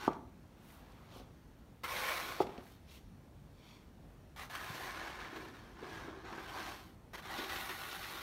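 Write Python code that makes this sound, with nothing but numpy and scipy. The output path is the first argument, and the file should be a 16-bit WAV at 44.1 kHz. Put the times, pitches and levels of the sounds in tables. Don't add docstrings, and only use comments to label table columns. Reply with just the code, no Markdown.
import sys
import numpy as np
from scipy import signal
from scipy.fft import rfft, irfft, next_fast_len
from scipy.io import wavfile
from scipy.ndimage import uniform_filter1d

SR = 44100
rng = np.random.default_rng(int(sys.argv[2]) if len(sys.argv) > 2 else 0)


def gain_from_decibels(decibels):
    exponent = np.asarray(decibels, float) / 20
    return 10 ** exponent


def generate_wav(signal):
    frames = np.transpose(np.atleast_2d(signal))
    scaled = np.clip(frames, -1, 1) * 32767
    pcm = np.round(scaled).astype(np.int16)
    wavfile.write(sys.argv[1], SR, pcm)


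N = 362502


def read(points, hz):
    f, value = np.transpose(points)
    return np.interp(np.log(hz + 1), np.log(f + 1), value)


def evened(x):
    return x / np.sqrt(np.mean(x ** 2) + 1e-20)


def add(mix, s, sound):
    part = mix[max(round(s * SR), 0):][:len(sound)]
    part += sound[:len(part)]


def lifted(hz, modes):
    return gain_from_decibels(sum(db / (1 + (2 * (hz - f) / max(width, 65)) ** 2) for f, width, db in modes))


def band(x, centre_hz, octaves, modes=()):
    size = next_fast_len(len(x) + 2048)
    hz = np.fft.rfftfreq(size, 1 / SR)
    bell = np.exp(-.5 * (np.log2((hz + 1) / centre_hz) / octaves) ** 2)
    shaped = irfft(rfft(x, size) * bell * lifted(hz, modes), size)
    return evened(shaped[:len(x)])


def grit(size, spread_db, bumps_db, bump_ms):
    cracks = (rng.random(size) < 11000 / SR) * rng.standard_normal(size)
    cracks = cracks * gain_from_decibels(spread_db * np.minimum(rng.exponential(1, size), 4))
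    hold = np.exp(-1000 / (bump_ms * SR))
    hits = (rng.random(size) < 110 / SR) * rng.exponential(1, size)
    bumps = signal.lfilter([1], [1, -hold], hits)
    return cracks * gain_from_decibels(bumps_db * uniform_filter1d(evened(bumps - bumps.mean()), 60))


def wandering(x, depth_db):
    z = signal.stft(x, nperseg=512, noverlap=384)[2]
    patches = uniform_filter1d(rng.standard_normal(z.shape), size=2, axis=0)
    patches = uniform_filter1d(patches, size=12, axis=1)
    return signal.istft(z * gain_from_decibels(depth_db * evened(patches)), nperseg=512, noverlap=384)[1][:len(x)]


def curve(rows):
    s, db = np.transpose(rows)
    t = np.arange(s[0], s[-1], 1 / SR)
    return t, np.interp(t, s, db)


def arch(s, rise_s, fall_s, db, lead=1.4):
    t = np.arange(-lead * rise_s, 1.4 * fall_s, 1 / SR)
    return s + t, db - 20 * (t / np.where(t < 0, rise_s, fall_s)) ** 2


def soft_ends(t):
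    return np.clip(np.minimum(t - t[0] + (t[0] == 0), t[-1] - t) / 0.00078, 0, 1)


# frequency in Hz, density in dB per Hz.
STREET_SPECTRUM = [(15, -55), (25, 0.5), (80, -7.5), (240, -12.5), (370, -19.5), (700, -25), (2700, -38),
                   (15600, -48.5)]


def street():
    frames, hz = N // 512 + 5, np.fft.rfftfreq(2048, 1 / SR)
    real, imag, patches = rng.standard_normal((frames, 1025, 3)).T
    patches = evened(uniform_filter1d(uniform_filter1d(patches, 20, 0), 10, 1))
    z = (real + 1j * imag) * gain_from_decibels(read(STREET_SPECTRUM, hz)[:, None] + 1.1 * patches)
    return gain_from_decibels(-56.5) * evened(signal.istft(z, nperseg=2048, noverlap=1536)[1][:N])


# delay in ms, level in dB.
ECHOES = [(14, -18.5), (42, -28.5), (68, -34.5), (84, -28.5)]
# frequency in Hz, t60 in seconds.
YARD_DECAY = [(150, 0.9), (400, 0.45), (1000, 0.52), (2500, 0.25), (8000, 0.4)]


def yard(x):
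    taps = np.zeros(SR // 2)
    at = np.arange(400, len(taps) - 20, 20)
    taps[at + rng.integers(0, 20, len(at))] = rng.choice([-1., 1.], len(at))
    hz, t, z = signal.stft(taps, SR, nperseg=256)
    tail = signal.istft(z * gain_from_decibels(-60 * t / read(YARD_DECAY, hz)[:, None]), SR, nperseg=256)[1]
    tail = gain_from_decibels(-13) * tail / np.linalg.norm(tail)
    for ms, db in ECHOES:
        smear = rng.standard_normal(300) * np.hanning(300) / 11
        add(tail, ms / 1000, gain_from_decibels(db) * smear)
    return signal.oaconvolve(x, tail)[:N]


# start in seconds, peak in dB, pitch in Hz.
TICKS = [(0.131, -46, 3200), (.7003, -52, 1540), (0.919, -55, 4500), (2.468, -39, 2240), (2.494, -46, 1640),
         (2.524, -48, 1870), (2.578, -43, 2420), (2.72, -54, 5000), (2.6658, -48, 1570), (3.689, -53, 2510),
         (3.8272, -54, 1610)]


def tick(s, db, hz):
    t = np.arange(900) / SR
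    snap = band(rng.standard_normal(len(t)), 1.1 * hz, 0.73)
    return s, gain_from_decibels(db - 7.5) * snap * gain_from_decibels(-60 * t / 0.028) * np.clip(t / 0.0012, 0, 1)


# densest moment, rise and fall in seconds, rustle in dB.
SWISHES = [
    (.075, 0.018, 0.023, -54),
    (.114, 0.043, 0.083, -74.5),
    (.72, .22, 0.19, -71.5),
    (1.18, .13, 0.071, -62),
    (1.001, .6, 0.49, -75),
    (2.414, 0.032, 0.03, -49.5),
    (2.529, .15, 0.17, -69.5),
    (2.68, .16, .16, -70),
    (2.945, .1, 0.073, -61),
    (3.69, 0.16, 0.18, -65),
]
# lower edge in Hz, then low shuffle, fizz and bounce off the car body in dB.
SWISH_COLOUR = [(590, -3, -12, -28), (590, 20.5, -7, -14), (550, 2.5, 3.5, -36), (1800, 2, -7, -34),
                (600, 9.5, -5, -25), (770, 3, -8, -27), (770, 12, -8, -28), (770, 0, 1, -28),
                (1000, -10, -4.5, -25), (1100, -3, -13, -5)]


def swish(row, colour):
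    t, rustle_db = arch(*row)
    edge_hz, low_db, fizz_db, bounce_db = colour
    drive = wandering(grit(len(t), spread_db=-1.5, bumps_db=-0.6, bump_ms=12), depth_db=1.5)
    drive = drive + gain_from_decibels(bounce_db) * np.roll(drive, round(.894 * SR / 1000))
    rustle = signal.sosfilt(signal.butter(4, edge_hz, "high", fs=SR, output="sos"), drive)
    fizz_db = fizz_db + rustle_db - row[-1]
    cloud = band(rustle, 3050, 0.69) + gain_from_decibels(low_db) * band(drive, 790, 0.84)
    cloud = cloud + gain_from_decibels(fizz_db) * band(drive, 11600, 0.67)
    return t[0], gain_from_decibels(rustle_db) * cloud * soft_ends(t)


# start in seconds, peak in dB.
KNOCKS = [
    [(.0782, -13.5), (.0885, -26)],
    [(2.4038, -16)],
    [(.106, -36), (1.162, -44.5), (1.2, -45), (1.215, -46.5), (2.445, -41), (2.47, -37.5), (2.583, -37.5),
     (5.372, -51), (5.43, -45), (5.829, -42)],
    [(4.7, -41.5), (2.3, -50)],
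]
# frequency in Hz, level in dB, t60 in seconds.
KNOCK_MODES = [
    [(160, 1, 0.064), (250, 9, 0.033), (312, 14, 0.017), (744, 3, 0.014), (875, 0.5, 0.02),
     (1143, -6.5, 0.032)],
    [(157, 0, 0.037), (388, 8, 0.026), (496, -9.5, 0.078), (628, -4.5, 0.029), (711, -6, 0.037),
     (818, -11, 0.16), (1090, -16, 0.026)],
    [(253, -1.5, 0.031), (472, 10.5, 0.0057), (720, -10, 0.12)],
    [(105, -3, .09), (147, -7, 0.17)],
]
BLOW_MS = [.16, .17, .4, .9]


def knock(s, db, modes, blow_ms):
    t = np.arange(6000) / SR
    ring = np.zeros(len(t))
    for hz, level_db, t60 in modes:
        build_up = 1 - np.exp(-1.6 * hz * t)
        ring += gain_from_decibels(level_db - 60 * t / min(t60, .055)) * build_up * np.sin(2 * np.pi * hz * t)
    u = np.arange(-4, 8, 1000 / (blow_ms * SR))
    push = np.exp(-.5 * (u - 3) ** 2) - 0.26 * np.exp(-.5 * u ** 2)
    ring = np.diff(signal.oaconvolve(ring, push)[:len(t)], prepend=0)
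    return s - .005 * blow_ms, gain_from_decibels(db) * ring / abs(ring).max()


# frequency in Hz, width in Hz, lift in dB.
HUM = [(260, 65, 2), (335, 65, 7), (385, 65, 6)]
# start in seconds, peak in dB, pitch in Hz,
# low thump and spray in dB relative to the burst.
CATCHES = [(1.834, -37, 600, -13, 1.5), (1.965, -33, 1460, -31, -2), (2.028, -38, 1080, -19, -16),
           (2.105, -27, 1300, -31, -18), (4.497, -41, 1930, -23, -20), (4.748, -38, 744, -21, 0),
           (5.247, -34, 1000, -30, -24), (5.328, -39, 1100, 0, -15), (5.36, -35.5, 1100, -0.5, -8),
           (5.825, -43.5, 1660, 7, -22), (6.08, -39.5, 760, 2, -23), (6.324, -34.5, 1100, -2, -30),
           (6.379, -35, 1030, -6, -28), (7.272, -54, 1300, -23, -12), (7.377, -40, 3600, -23, 2),
           (7.385, -32.5, 1950, 0, -23), (7.437, -36, 1210, -2, -2), (7.495, -33, 1500, -23, -6),
           (7.557, -31, 1280, -14, -3), (7.692, -30, 1290, -11, -8), (7.834, -38, 1800, -20, -19),
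           (7.912, -35.5, 2570, -18, -16), (8.029, -33, 1790, -33, -11), (8.086, -38, 2700, -13, -11)]


def catch(s, db, hz, thump_db, spray_db):
    t = np.arange(2600) / SR
    noise = rng.standard_normal(len(t))
    burst = band(noise, hz, 0.87)
    burst = burst + gain_from_decibels(thump_db + 3) * band(noise, 310, 0.45, HUM)
    burst = burst + gain_from_decibels(spray_db - 0.5) * band(noise, 3300, 0.68)
    burst = burst + gain_from_decibels(spray_db - 11.0) * band(noise, 14000, 0.28)
    return s, gain_from_decibels(db - 11.5) * burst * gain_from_decibels(-60 * t / 0.12) * np.clip(t / 0.0016, 0, 1)


# frequency in Hz, width in Hz, lift in dB.
BLADE = [
    [(835, 89, 8), (1130, 100, 1), (1500, 57, 13)],
    [(507, 72, 7.5), (1080, 70, 9.5), (1460, 36, 6.5), (2220, 310, 5)],
    [(1180, 130, 5), (1960, 130, 8), (2690, 130, 0)],
    [(750, 61, 4.5), (1062, 71, 7), (1480, 50, 4.5), (1710, 190, 7), (2200, 150, 3)],
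    [(705, 160, 5.5), (1080, 82, 6), (1640, 150, 7.5)],
    [(774, 71, 6), (1050, 100, 6.5), (1540, 67, 8)],
    [(780, 21, 6.5), (1120, 30, 6), (1460, 48, 8.5), (1960, 180, 5.5), (3880, 950, 3.5)],
]
# time in seconds, grind in dB.
PUSHES = [
    [(0.0, -50), (0.012, -45), (0.07, -46.5)],
    [(1.832, -66), (1.84, -41), (1.872, -48.5), (1.89, -43.5), (2.094, -39), (2.102, -42), (2.138, -40.5),
     (2.396, -48.5)],
    [(7.222, -53.5), (7.316, -44.5), (7.402, -43.5), (7.48, -49), (7.498, -44), (7.766, -49), (7.79, -49),
     (8.188, -48.5), (8.22, -49)],
]
# time in seconds, grind in dB.
DRAGS = [
    [(4.495, -58), (4.503, -49.5), (4.897, -45), (4.923, -47.5), (5.027, -43.5), (5.187, -50.5), (5.2, -45)],
    [(5.2, -46.5), (5.294, -51.5), (5.372, -50.5), (5.536, -60), (5.542, -55), (5.764, -62.5), (5.8, -53)],
    [(5.8, -56), (5.816, -56), (5.824, -52.5), (5.964, -47.5), (6.242, -58.5), (6.25, -49)],
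    [(6.25, -49), (6.32, -51), (6.326, -50), (6.344, -52), (6.378, -50), (6.464, -50), (6.582, -45),
     (6.736, -49), (6.95, -74)],
]
# hardest moment, lead-in and fall in seconds, grind in dB.
SKIPS = [
    (4.425, 0.064, 0.051, -48.5),
    (7.154, .022, .015, -45),
    (7.188, .014, .025, -47.5),
]
# time in seconds, screen in dB, load in dB.
SHOVEL = [(0, 9, -7), (1.83, -2.5, -25), (2.25, -0.5, -11.5), (2.39, 3, -12), (4.36, 1.5, -22),
          (4.85, 3, -11.5), (5.0, 11.5, -11.5), (5.3, 13.5, -14), (5.42, 9.5, -4), (5.8, 15.5, -6),
          (5.97, 11, -5.5), (6.15, 25, -1.5), (6.4, 9.5, -8.5), (6.6, 7, -12.5), (6.85, 2.5, -8),
          (7.25, 5, -13), (7.4, 3, -9), (7.65, -4, -17.5), (8.22, -1.5, -13)]


def stroke(t, grind_db, modes):
    s, screen_db, load_db = np.transpose(SHOVEL)
    screen_db = np.interp(t, s, screen_db)
    extra_db = grind_db + 48
    hum_db = np.interp(t, s, load_db) - 0.36 * extra_db
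    edge_db = -5 - 0.37 * screen_db - 0.15 * extra_db
    fizz_db = -10 - screen_db - 0.15 * extra_db
    bite_db = -12 - 0.5 * screen_db - 0.56 * (hum_db + 20)
    drive = wandering(grit(len(t), spread_db=1.3, bumps_db=1.0, bump_ms=9), depth_db=2.2)
    blade = band(drive, 993, 0.81, modes)
    blade = blade + gain_from_decibels(hum_db) * band(drive, 330, .4, HUM)
    blade = blade + gain_from_decibels(bite_db) * band(drive, 2050, 0.41, modes)
    spray = gain_from_decibels(edge_db) * band(drive, 3880, 0.63, modes) + gain_from_decibels(fizz_db) * band(drive, 11900, 0.41)
    return t[0], gain_from_decibels(grind_db - 2.0) * (blade + spray) * soft_ends(t)


def scene():
    scrape, blows = np.zeros((2, N))
    for row in TICKS:
        add(scrape, *tick(*row))
    for row, colour in zip(SWISHES, SWISH_COLOUR):
        add(scrape, *swish(row, colour))
    for rows, modes, blow_ms in zip(KNOCKS, KNOCK_MODES, BLOW_MS):
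        for row in rows:
            add(blows, *knock(*row, modes, blow_ms))
    for row in CATCHES:
        add(scrape, *catch(*row))
    opening, second, touch, long, short, back, last = BLADE
    for rows, modes in zip(PUSHES + DRAGS, [opening, second, last, long, long, short, back]):
        add(scrape, *stroke(*curve(rows), modes))
    sets_in = 0.56
    for (s, lead_s, fall_s, db), modes in zip(SKIPS, [touch, touch, last]):
        add(scrape, *stroke(*arch(s, lead_s / sets_in, fall_s, db, sets_in), modes))
    return (scrape + blows + yard(blows + gain_from_decibels(3.0) * scrape) + street())[None]


def band_limit(x):
    return signal.sosfilt(signal.butter(12, 15760, fs=SR, output="sos"), x)


# frequency in Hz, width in Hz, gain in dB.
MIC_DIPS = [(4790, 270, 0), (4900, 180, -7.5), (7600, 1840, -3.5), (10450, 590, -5.5)]


def record(dry):
    hz = np.fft.rfftfreq(N, 1 / SR)
    bass_cut = 1 / np.sqrt(1 + (41 / (hz + 1)) ** 12)
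    colour = lifted(hz, MIC_DIPS) * (hz < 15770) * bass_cut
    return band_limit(irfft(rfft(dry) * colour, N))


dry = scene()
out = record(dry)
generate_wav(out)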